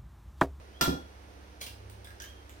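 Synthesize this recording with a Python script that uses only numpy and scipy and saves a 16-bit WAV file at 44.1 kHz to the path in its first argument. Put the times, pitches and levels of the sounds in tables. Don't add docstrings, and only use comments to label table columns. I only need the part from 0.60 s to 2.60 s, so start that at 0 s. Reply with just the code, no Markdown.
import sys
import numpy as np
from scipy import signal
from scipy.fft import rfft, irfft
from scipy.io import wavfile
from scipy.ndimage import uniform_filter1d

SR = 44100
rng = np.random.default_rng(int(sys.argv[2]) if len(sys.argv) > 2 else 0)


def pcm_store(signal):
    levels = np.round(np.clip(np.atleast_2d(signal), -1, 1) * 32767)
    wavfile.write(sys.argv[1], SR, levels.astype(np.int16).T)


def voltage_ratio(decibels):
    exponent = np.asarray(decibels, float) / 20
    return 10 ** exponent


N = 88200
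T = np.arange(N) / SR
HZ = np.maximum(np.arange(N // 2 + 1) * SR / N, 1.)
LONG, SHORT = 32768, 4096

# f/Hz, level per Hz/dB
AIR_LOW_COLOUR = [(20, -12), (40, -17.5), (80, 2), (104, -7), (140, -16), (330, -7), (520, -8),
                  (1000, -12.5)]
AIR_HIGH_COLOUR = [(1000, 3.5), (1500, 3), (3300, -4.5), (4600, -7), (6200, -8), (7500, -19), (9000, -13),
                   (15000, -22)]
# f/Hz, level/dB, wander/dB
HUM_TONES = [(53.8, -62.5, 0), (67.5, -53.5, 0.5), (98.2, -61.5, 5), (188, -71.5, -3), (216.6, -74, 3.5),
             (299.6, -69.5, 4.5)]
# t/s, f/Hz, level/dB
CHIRP_SHAPE = [(0, 2990, -7), (0.031, 3060, 3), (0.061, 3260, 8), (.088, 3200, -5), (0.108, 3190, 2),
               (.15, 3200, -4), (.19, 3120, -16)]
# t/s, level/dB, pitch factor
CHIRP_TIMES = [
    (.115, -66.5, 1.025),
    (1.625, -60.5, 1.001),
]
# f/Hz, time to fall 60 dB/s
ROOM_ECHO = [(90, 0.12), (250, 0.29), (700, 0.45), (2000, 0.27), (5000, 0.37), (12000, 0.26)]
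# f/Hz, share
SHARED_SOUND = [(60, 1), (250, 0.83), (600, 0.38), (1400, 0.41), (3000, 0.1), (12000, 0.083)]
# t/s, level/dB, f/Hz, ring time to fall 60 dB/ms, snap against ring/dB
SHELL_CRACKS = [(1.004, -57, 3740, 27, 7), (1.007, -57, 5060, 20, 7), (1.012, -40, 4340, 10, 7),
                (1.015, -35, 3270, 20, 2), (1.019, -43, 3250, 8.7, 2), (1.023, -34.5, 9270, 9.9, -5),
                (1.027, -57, 5500, 9.8, 4), (1.039, -49, 3370, 14, 9.5), (1.065, -40.5, 4850, 16, 2.5),
                (1.068, -40.5, 2770, 21, -1.5), (1.084, -59, 2840, 16, 3), (1.298, -53.5, 2200, 13, 6),
                (1.298, -53, 9050, 10, 8), (1.446, -44, 9230, 4.5, 5.5), (1.449, -48.5, 3460, 24, -9),
                (1.455, -49, 1636, 30, -11), (1.471, -44.5, 1647, 30, -6), (1.506, -46, 1680, 11, -5.5),
                (1.601, -36, 5830, 6.8, -4.5), (1.603, -40.5, 1620, 89, -15), (1.606, -43, 3130, 14, -12),
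                (1.620, -42, 6280, 19, 0.5), (1.640, -45.5, 1780, 15, 2), (1.895, -49, 6760, 3.5, 10.5)]
# f/Hz, level per Hz/dB
SNAP_COLOUR = [(500, -1.5), (1500, 0.5), (3700, 3), (6200, -1.5), (7500, -6), (9200, -2), (11000, -6),
               (14500, -2.5)]
# f/Hz, level per Hz/dB
CRACK_COLOUR = [(250, -19), (750, -2.5), (1100, -9), (2400, -14.5), (3900, -10), (5200, -11.5),
                (7200, -18.5), (10800, -25), (13500, -17), (16000, -22.5)]
# f/Hz, level/dB, time to fall 60 dB/s
BOWL_TONES = [(1382.2, -0.5, 0.31), (1406, -9.5, .35), (3333, -7, 0.25), (3358, -12.5, 0.46),
              (5236, -15, 0.1), (5290, -14, 0.061), (7327, -25, 0.073), (8600, -15.5, 0.19),
              (11800, -24, .07), (12790, -22, .05), (13740, -20, .09), (15480, -25, .08),
              (1776, -3.5, 0.066), (1897, -12, .06)]
# f/Hz, level/dB, time to fall 60 dB/s
TABLE_TONES = [(73.9, -10.5, 0.31), (95, -14, 0.15), (165, -.5, 0.089), (223, -1.5, 0.093), (246, -2, 0.11),
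               (281.5, -0.5, 0.1), (361, -1.5, 0.11), (443, -11.5, 0.085), (500, -4, 0.11),
               (633, -6.5, 0.086), (787, -1.5, 0.077), (960, -23, 0.033)]
# t/s, level/dB, push length/ms
BOWL_ROCKS = [
    (0.2748, -21.5, 1.42),
    (.286, -31, 1.22),
    (.302, -30.5, 6),
    (.321, -38.5, 1),
    (.332, -38, 1.6),
    (.347, -35.5, 1.11),
]


def curve(table, hz):
    table = np.array(table, float)
    return np.interp(np.log(hz), np.log(table[:, 0]), table[:, 1])


def unit(x):
    return x / np.sqrt(np.mean(x ** 2))


def fade(t60, size):
    return np.exp(-np.log(1000) * T[:size] / max(t60, 1e-3))


def ring(tones, size, turn=1):
    out = np.zeros(size)
    for k, (hz, db, t60) in enumerate(tones):
        out += turn ** k * voltage_ratio(db) * fade(t60, size) * np.sin(2 * np.pi * hz * T[:size])
    return out


def colour(x, gain_at):
    half = len(x) // 2
    gain = unit(gain_at(np.arange(1, half + 2) * SR / len(x)))
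    cepstrum = irfft(np.log(gain))
    cepstrum[1:half] *= 2
    cepstrum[half + 1:] = 0
    return irfft(rfft(x) * np.exp(rfft(cepstrum)))


def walk(rate):
    hold = int(SR / rate)
    steps = np.repeat(rng.standard_normal(N // hold + 1), hold)
    smooth = uniform_filter1d(uniform_filter1d(steps, hold), hold)
    return 1.173 * smooth[:N]


def diffuse():
    share = np.clip(curve(SHARED_SOUND, HZ), 0, 1)
    both, left, right = rfft(rng.standard_normal((3, N)))
    return np.sqrt(share) * both + np.sqrt(1 - share) * np.array([left, right])


def add(out, start, x):
    k = int(start * SR)
    out[k:k + len(x)] += x[:N - k]


def air():
    noise = diffuse()
    low = irfft(noise * voltage_ratio(curve(AIR_LOW_COLOUR, HZ)) * (HZ < 1000), N)
    high = irfft(noise * voltage_ratio(curve(AIR_HIGH_COLOUR, HZ)) * (HZ >= 1000), N)
    low_level = voltage_ratio(-56.5 + 0.68 * walk(6.1))
    high_level = voltage_ratio(-59 + 0.79 * walk(2.06))
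    return unit(low) * low_level + unit(high) * high_level


def hum():
    out = np.zeros(N)
    for hz, db, wander_db in HUM_TONES:
        level = voltage_ratio(db + wander_db * walk(6.72)) * np.sqrt(2)
        pitch = hz * (1 + 0.0135 * walk(4.984))
        out += level * np.sin(2 * np.pi * np.cumsum(pitch) / SR + 7 * rng.random())
    return out


def kitchen():
    rise_s, even_bins = 0.0013, 90
    noise, out = diffuse(), 0
    for octave in np.arange(5, 15):
        band = np.clip(1 - abs(np.log2(HZ) - octave), 0, 1)
        out = out + irfft(noise * band, N)[:, :LONG] * fade(curve(ROOM_ECHO, 2. ** octave), LONG)
    out = out * (1 - np.exp(-T[:LONG] / rise_s))
    spectrum = rfft(out)
    power = uniform_filter1d(uniform_filter1d(abs(spectrum) ** 2, even_bins), even_bins)
    return irfft(spectrum / np.sqrt(power))[:, :LONG // 2]


def bird():
    waver, flutter_db = .003, .8
    age, hz, db = np.array(CHIRP_SHAPE, float).T
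    out = np.zeros(N)
    for start, top_db, factor in CHIRP_TIMES:
        pitch = factor * np.interp(T - start, age, hz) * (1 + waver * walk(80))
        level_db = top_db + np.interp(T - start, age, db, -90, -90) + flutter_db * walk(68.6)
        out += voltage_ratio(level_db) * np.sin(2 * np.pi * np.cumsum(pitch) / SR)
    return out


def shell():
    out = np.zeros(N)
    for start, db, hz, t60_ms, snap_db in SHELL_CRACKS:
        t60 = t60_ms / 1000
        tilt_db = 0.5 * np.log2(hz / 3000)
        burst = rng.standard_normal(SHORT) * fade(0.96 * t60, SHORT)
        snap = colour(burst, lambda f: voltage_ratio(curve(SNAP_COLOUR, f) + tilt_db * np.log2(f)))
        piece = ring([(hz, 0, t60), (hz * 1.09, -7, t60)], SHORT)
        add(out, start, voltage_ratio(db) * (piece + voltage_ratio(snap_db) * snap))
    return out


def shell_crush():
    grit = rng.standard_normal(LONG) * voltage_ratio(3.2 * walk(700)[:LONG])
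    crack = rng.standard_normal(LONG) * fade(0.025, LONG)
    crush = voltage_ratio(-5) * grit * fade(0.13, LONG)
    return voltage_ratio(-20) * colour(crack + crush, lambda hz: voltage_ratio(curve(CRACK_COLOUR, hz)))


def table_thuds(knock_s):
    out = np.zeros(N)
    table_top = ring(TABLE_TONES, LONG, turn=-0.97)
    knock_push = (knock_s + 0.0018, -27, 1.2)  # t/s, level/dB, push length/ms
    for start, db, push_ms in [knock_push] + BOWL_ROCKS:
        push = np.hanning(int(push_ms * SR / 1000) + 3)
        add(out, start, voltage_ratio(db) * np.convolve(table_top, push / push.sum()))
    return out


def knock():
    knock_s = .2105
    out = np.zeros((2, N))
    crush = shell_crush()
    bowl_ring = voltage_ratio(-26) * ring(BOWL_TONES, LONG)
    for side, lead_s in zip(out, (0, .00025)):
        add(side, knock_s, crush)
        add(side, knock_s - lead_s, bowl_ring)
    return out, table_thuds(knock_s)


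def scene():
    right_lag_s, left_db, room_db = 0.000375, -2.5, 1
    (bowl, thuds), cracks, chirps = knock(), shell(), bird()
    into_room = bowl[0] + voltage_ratio(-3.5) * thuds + voltage_ratio(2) * cracks + chirps
    echo = signal.fftconvolve(into_room[None], kitchen(), axes=1)[:, :N]
    left, right = bowl + thuds + cracks + chirps + voltage_ratio(room_db) * echo + hum() + air()
    late = irfft(rfft(right) * np.exp(-2j * np.pi * HZ * right_lag_s), N)
    return np.array([left * voltage_ratio(left_db / 2), late * voltage_ratio(-left_db / 2)])


def roll_off(x):
    return signal.sosfilt(signal.butter(12, 16820, fs=SR, output="sos"), x)


def record(dry):
    low_pass = signal.butter(10, 15900, fs=SR, output="sos")
    mix = signal.sosfilt(low_pass, dry)
    return roll_off(mix)


dry = scene()
out = record(dry)
pcm_store(out)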